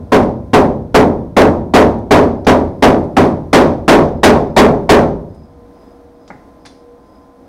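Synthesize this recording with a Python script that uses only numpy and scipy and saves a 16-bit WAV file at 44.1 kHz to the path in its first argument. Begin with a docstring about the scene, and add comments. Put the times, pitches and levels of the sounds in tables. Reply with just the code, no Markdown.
"""The last ring of a blow dies away, then a hammer beats a steel patch on a truck's body panel fourteen times.
Each blow is noise for the crash, fading sines and noise for the booming panel, truck body and garage, and chattering ticks.
The overloaded microphone flattens the waves, so every blow starts as a flat-topped crash.
Small ticks fall in between; at the end the hammer is put down with a knock, a clack and a clink, made of noise and sines.
Behind it lie a fan-like hum of noise and wavering tones, and a faint, high, pulsing chirr of narrow noise."""
import sys
import numpy as np
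from scipy import signal
from scipy.fft import rfft, irfft, next_fast_len
from scipy.io import wavfile
from scipy.ndimage import uniform_filter1d

SR = 44100
rng = np.random.default_rng(int(sys.argv[2]) if len(sys.argv) > 2 else 0)


def persist_wave(psi):
    """Save psi, clipped to +-1, as 16-bit WAV."""
    counts = np.round(np.clip(psi, -1, 1) * 32767).astype(np.int16)
    wavfile.write(sys.argv[1], SR, np.atleast_2d(counts).T)


N = 329868
TIME = np.arange(N) / SR  # seconds through the whole scene
RING = np.arange(65536) / SR  # seconds since the start of one blow or knock

# strong modes of the panel, before each blow's random changes: pitch_hz [Hz], level_db [dB],
# t60_s [s, time to fade by 60 dB]
PANEL_MODES = [(84.87, -10, 0.58), (153.7, -11, 0.69), (207, -5, 0.44), (231, -7.5, 0.74), (246.9, 3, 0.36),
               (264, -3, 0.48), (283.7, -4, 0.35), (301, -9.5, 0.64), (314.9, -6, 0.42), (344.4, -7, 0.66),
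               (381.6, -3.5, 0.38), (398.5, -3.5, 0.56), (424, -1.5, 0.41), (432, 2.5, 0.37),
               (506, -7.5, 0.56), (541, -6, 0.51), (571, -8, 0.62), (589, -9, 0.51), (600.3, -7, 0.48),
               (650.5, -4, 0.39), (674, -17, 0.42), (727, -7, .4), (763, -7, 0.31), (813, -10.5, 0.4),
               (865, -11.5, 0.39), (946, -14, 0.59), (1073, -10.5, .35), (1228, -12.5, 0.15),
               (2370, -13, 0.25), (3230, -21, .24)]


def undb(db):
    """Turn decibels into a gain."""
    return np.exp(np.asarray(db) * (np.log(10) / 20))


def unit(x):
    """Scale to an rms (average strength) of 1."""
    return x / np.sqrt(np.mean(x ** 2))


def add(out, start_s, sound):
    """Mix a sound in; whatever falls outside the scene is left off."""
    start = int(round(start_s * SR))
    part = sound[max(-start, 0):len(out) - start]
    first = max(start, 0)
    out[first:first + len(part)] += part


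def log_bins(size):
    """Give the log frequency of each spectral bin."""
    return np.log(np.maximum(np.fft.rfftfreq(size, 1 / SR), 1))


def bell(log_hz, hz, octaves):
    """Draw a smooth hump around one pitch."""
    distance = (log_hz - np.log(hz)) / (octaves * np.log(2))
    return np.exp(-.5 * distance ** 2)


def cut(x, hz, kind, order=2):
    """Filter away what lies above ("low") or below ("high") a frequency."""
    sections = signal.butter(order, min(hz, SR / 2 - 1000), kind, fs=SR, output="sos")
    return signal.sosfilt(sections, x)


def walk(rate_hz, time=TIME):
    """Wander at random: straight lines between random points, rate_hz points per second, spread near 1."""
    points = rng.standard_normal(256)
    return np.interp(time * rate_hz, np.arange(len(points)), points)


def carry_over(old, likeness):
    """Draw a random state that keeps the given share (0-1) of the one before."""
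    keep = np.clip(likeness, 0, 1)
    return keep * old + np.sqrt(1 - keep ** 2) * rng.standard_normal(old.shape)


def hammering(wash_db=4, modes_db=0, rattle_db=-25, rise_s=0.0032, spot_likeness=0.679):
    """Each blow: the crash of steel on steel, then the ringing panel, its chatter and the room."""
    # hammer blows, the first heard only as a dying ring: start_s [s], strength_db [dB], bright_db [dB]
    blows = [(-0.29, -9, -2), (0.1189, -3.5, -4), (0.5326, -1, -6), (0.943, 0.34, -7), (1.3653, 1, -4.5),
             (1.737, 1.05, -2.5), (2.108, 0.3, -2), (2.4668, -3.5, -2), (2.823, -0.6, -3.5),
             (3.1661, -5, -1.5), (3.5295, -0.7, 2), (3.879, 2, -0.5), (4.2317, -0.3, 2),
             (4.5638, 2.5, -3.5), (4.8913, 1.5, -2)]
    out, bins = np.zeros(N), log_bins(len(RING))
    spot = rng.standard_normal((len(PANEL_MODES), 4))
    weak_modes = rng.standard_normal(len(RING))
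    # the bending spreads over the panel within milliseconds; the last of the boom fades to nothing
    rise = 1 - np.exp(-RING / rise_s)
    fade = np.clip(2 * (1 - RING / RING[-1]), 0, 1) ** 2
    for start_s, strength_db, bright_db in blows:
        # the hammer wanders little: blows on nearly the same spot ring nearly alike
        spot = carry_over(spot, spot_likeness)
        weak_modes = carry_over(weak_modes, spot_likeness)
        ring = undb(wash_db) * wash(weak_modes) + undb(modes_db) * modes(spot)
        mixed = ring + crash() + undb(rattle_db) * rattle()
        body = irfft(rfft(mixed) * undb(blow_colour(bins, strength_db, bright_db)))
        add(out, start_s, rise * fade * body)
    return out


def crash(level_db=-5, hold_s=0.018, t60_s=0.21, top_hz=2800):
    """Steel on steel: noise that holds for a moment while the patch buzzes against the panel, then dies."""
    fading = undb(level_db - 60 * np.maximum(RING - hold_s, 0) / t60_s)
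    noise = unit(cut(rng.standard_normal(len(RING)), top_hz, "low"))
    return fading * clatter() * noise


def clatter(rate_hz=70, depth_db=3):
    """Uneven surges of level as the patch slaps against the panel."""
    return undb(depth_db * walk(rate_hz, RING))


def modes(spot, scatter_db=1.02, detune=.002, build_cycles=1.8):
    """Strong modes as fading sines; the struck spot sets size and phase, and the denting shifts their pitch a little."""
    out, t = 0, RING.astype(np.float32)
    for (pitch_hz, level_db, t60_s), (size, shift, across, along) in zip(PANEL_MODES, spot.tolist()):
        shifted_hz = pitch_hz * (1 + detune * shift)
        phase = float(np.arctan2(across, along))
        swing = np.sin(float(2 * np.pi * shifted_hz) * t + phase)
        # each needs a few cycles to fill the truck body, so the deep ones arrive late
        build = -np.expm1(-t * float(pitch_hz / build_cycles))
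        fading = np.exp(-t * float(np.log(1000) / t60_s))
        out = out + float(undb(level_db + scatter_db * size)) * build * fading * swing
    return out


def wash(noise):
    """Countless weaker modes and the garage's echo, blurred together: each band of noise dies at its own pace."""
    # shape of the wash, only the differences in level count: pitch_hz [Hz], level_db [dB per Hz], t60_s [s]
    wash_bands = [(24.8, -16.5, 0.9), (65, -13, 1.7), (128, -10.5, 1.11), (241, -1, 0.74), (444, 1.5, 0.57),
                  (685, 0.5, 0.51), (970, -0.5, 0.42), (1490, -13, 0.4), (1974, -15.5, 0.37),
                  (3110, -26.5, 0.42), (5500, -34, 0.41), (8010, -33.5, 0.32), (16000, -44.5, .24)]
    pitch_hz, level_db, t60_s = np.transpose(wash_bands)
    bins = log_bins(len(RING))
    spectrum = rfft(noise) * unit(undb(np.interp(bins, np.log(pitch_hz), level_db)))
    out = np.zeros(len(RING))
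    for row, band_t60_s in zip(np.eye(len(pitch_hz)), t60_s):
        band = np.interp(bins, np.log(pitch_hz), row)  # 1 at this pitch, sloping to 0 at its neighbours
        out += irfft(spectrum * band) * undb(-60 * RING / band_t60_s)
    return out


def rattle(t60_s=0.53, scatter_db=4, tick_fade_s=.002, low_hz=1500, top_hz=6000, count=40):
    """The clamp and the loose edge of the patch chatter: short noise ticks, weaker the later they come."""
    ticks = np.zeros(len(RING))
    for when_s, size in zip(rng.uniform(0, 1 / 3, count), rng.standard_normal(count)):
        tick = rng.standard_normal(512) * np.exp(-RING[:512] / tick_fade_s)
        tick_db = scatter_db * np.clip(size, -2, 2) - 60 * when_s / t60_s
        add(ticks, when_s, tick * undb(tick_db))
    return cut(cut(ticks, low_hz, "high", order=1), top_hz, "low")


def blow_colour(bins, strength_db, bright_db):
    """Gain in dB at each pitch: a harder blow is louder, but its bass hardly grows and its boom grows less."""
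    bass = (2.5 - 0.9 * strength_db) * bell(bins, 90, 0.8)
    boom = (0.1 - 0.3 * strength_db) * bell(bins, 247, .35)
    clang = 1.18 * bell(bins, 715, 0.42)
    bright = bright_db * bell(bins, 4000, 1.65)
    return strength_db + bass + boom + clang + bright


def knocks(room_t60_s=0.51, room_db=-12, low_hz=80, ring_db=5, hollow_db=10, hollow_hz=830, thud_hz=150):
    """Light contacts of tool and hand: a noise burst with a thud, a hollow note and a high ring, and the garage's answer."""
    # small knocks and ticks: start_s [s], level_db [dB, start of the burst without the room], top_hz [Hz, highest ring]
    contacts = [(1.986, -54, 9530), (2.448, -40, 6100), (3.04, -52, 9100), (5.346, -55.5, 10060),
                (6.278, -42, 7400), (6.303, -24, 2035), (6.652, -35.5, 5000), (6.657, -38.5, 9600),
                (6.662, -35, 5730)]
    out, bins = np.zeros(N), log_bins(len(RING))
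    for start_s, level_db, top_hz in contacts:
        # a softer contact rings lower, lasts longer and thuds more
        octaves = np.log2(top_hz / 4000)
        t60_s = 0.057 * 0.84 ** octaves
        thud_db = 11 - 5.5 * octaves
        hollow = hollow_db * bell(bins, hollow_hz, .1)
        high_ring = ring_db * bell(bins, top_hz, .06)
        thud = thud_db * bell(bins, thud_hz, 1.0)
        burst = irfft(rfft(rng.standard_normal(len(RING))) * undb(hollow + high_ring + thud))
        body = cut(cut(burst, top_hz, "low", order=6), low_hz, "high")
        fading = undb(-60 * RING / t60_s) + undb(room_db - 60 * RING / room_t60_s)
        add(out, start_s, unit(body) * undb(level_db) * fading)
    return out


def clink(start_s=6.661):
    """The steel hammer head rings briefly where it touches down: a few fading sines."""
    # ringing notes of the head: pitch_hz [Hz], level_db [dB, peak at the start], t60_s [s]
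    head_notes = [(3500, -42, 0.16), (4054, -51, 0.3), (4371, -53, 0.33), (6550, -49, 0.2)]
    out = np.zeros(N)
    for pitch_hz, level_db, t60_s in head_notes:
        add(out, start_s, undb(level_db - 60 * RING / t60_s) * np.sin(2 * np.pi * pitch_hz * RING))
    return out


def background(air_db=-43, air_sway_db=1.4, hum_sway_db=3.1, drift_hz=0.58):
    """A distant fan: soft rushing air from shaped noise, and a few tones wavering in pitch and level."""
    # shape of the air noise, only the differences in level count: pitch_hz [Hz], level_db [dB per Hz]
    air_shape = [(25, -9), (65, 2), (130, -9.5), (280, 2), (400, -8), (700, -5), (1000, -15), (1300, -19),
                 (2000, -28), (3000, -30.5), (5000, -35), (7500, -37.5), (16000, -42.5)]
    # hum tones: pitch_hz [Hz, middle of the drift], level_db [dB rms, middle of the sway]
    hum_tones = [(274.5, -55), (479.3, -49), (635, -59), (1028, -57.5)]
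    shape_hz, shape_db = np.transpose(air_shape)
    gain = undb(np.interp(log_bins(N), np.log(shape_hz), shape_db))
    air = unit(irfft(rfft(rng.standard_normal(N)) * gain, N))
    out = air * undb(air_db + air_sway_db * walk(6))
    for pitch_hz, level_db in hum_tones:
        phase = 2 * np.pi * np.cumsum(pitch_hz + drift_hz * walk(8.3)) / SR
        level = undb(level_db + hum_sway_db * walk(5.5))
        out = out + np.sqrt(2) * level * np.sin(phase)
    return out


def chirr(pitch_hz=5030, octaves=.025, level_db=-66, sharpness=1.1, early_db=-6, period_s=.433):
    """Narrow noise, like a cricket outside, swelling a little over twice a second and slowly growing."""
    pulse = (.5 + .5 * np.cos(2 * np.pi * (TIME - 5.41) / period_s)) ** sharpness
    flutter = undb(2 * walk(14))
    song = unit(irfft(rfft(rng.standard_normal(N)) * bell(log_bins(N), pitch_hz, octaves), N))
    growth_db = np.interp(TIME, [2.8, 5.4], [early_db, 0])
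    return undb(level_db + growth_db) * pulse * flutter * song


def scene():
    """Everything that reaches the microphone."""
    return (hammering() + knocks() + clink() + background() + chirr())[None]


def record(dry, ceiling=0.73, knee=14, ripple_db=-17, ripple_hz=4000, low_hz=6, top_hz=15900):
    """The port colours the sound, the overloaded input flattens the waves, the flat tops ripple and the treble ends steeply."""
    # colour of the microphone port: pitch_hz [Hz], gain_db [dB]
    port = [(2100, -0.5), (2850, -6.5), (3500, -2), (6200, -1), (7200, -6.5), (9000, -2), (12000, -4)]
    pitch_hz, gain_db = np.transpose(port)
    size = next_fast_len(N + len(RING), real=True)
    port_gain = undb(np.interp(log_bins(size), np.log(pitch_hz), gain_db))
    heard = irfft(rfft(dry, size) * port_gain, size)[:, :N]
    # a high knee keeps waves below the ceiling nearly untouched
    flat = heard / (1 + np.abs(heard / ceiling) ** knee) ** (1 / knee)
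    lost = np.minimum(np.abs(heard - flat) / 2, 1)
    overload = uniform_filter1d(lost, size=256, axis=1)
    noise = cut(rng.standard_normal(N), ripple_hz, "low", order=1)
    ripple = unit(cut(noise, 430, "high", order=1))
    rippled = flat + undb(ripple_db) * overload * np.abs(flat) * ripple
    out = cut(rippled, low_hz, "high", order=1)
    steep = signal.firwin(255, top_hz, fs=SR, window=("kaiser", 8))
    return signal.fftconvolve(out, steep[None], "same", axes=1)


dry = scene()
out = record(dry)
persist_wave(out)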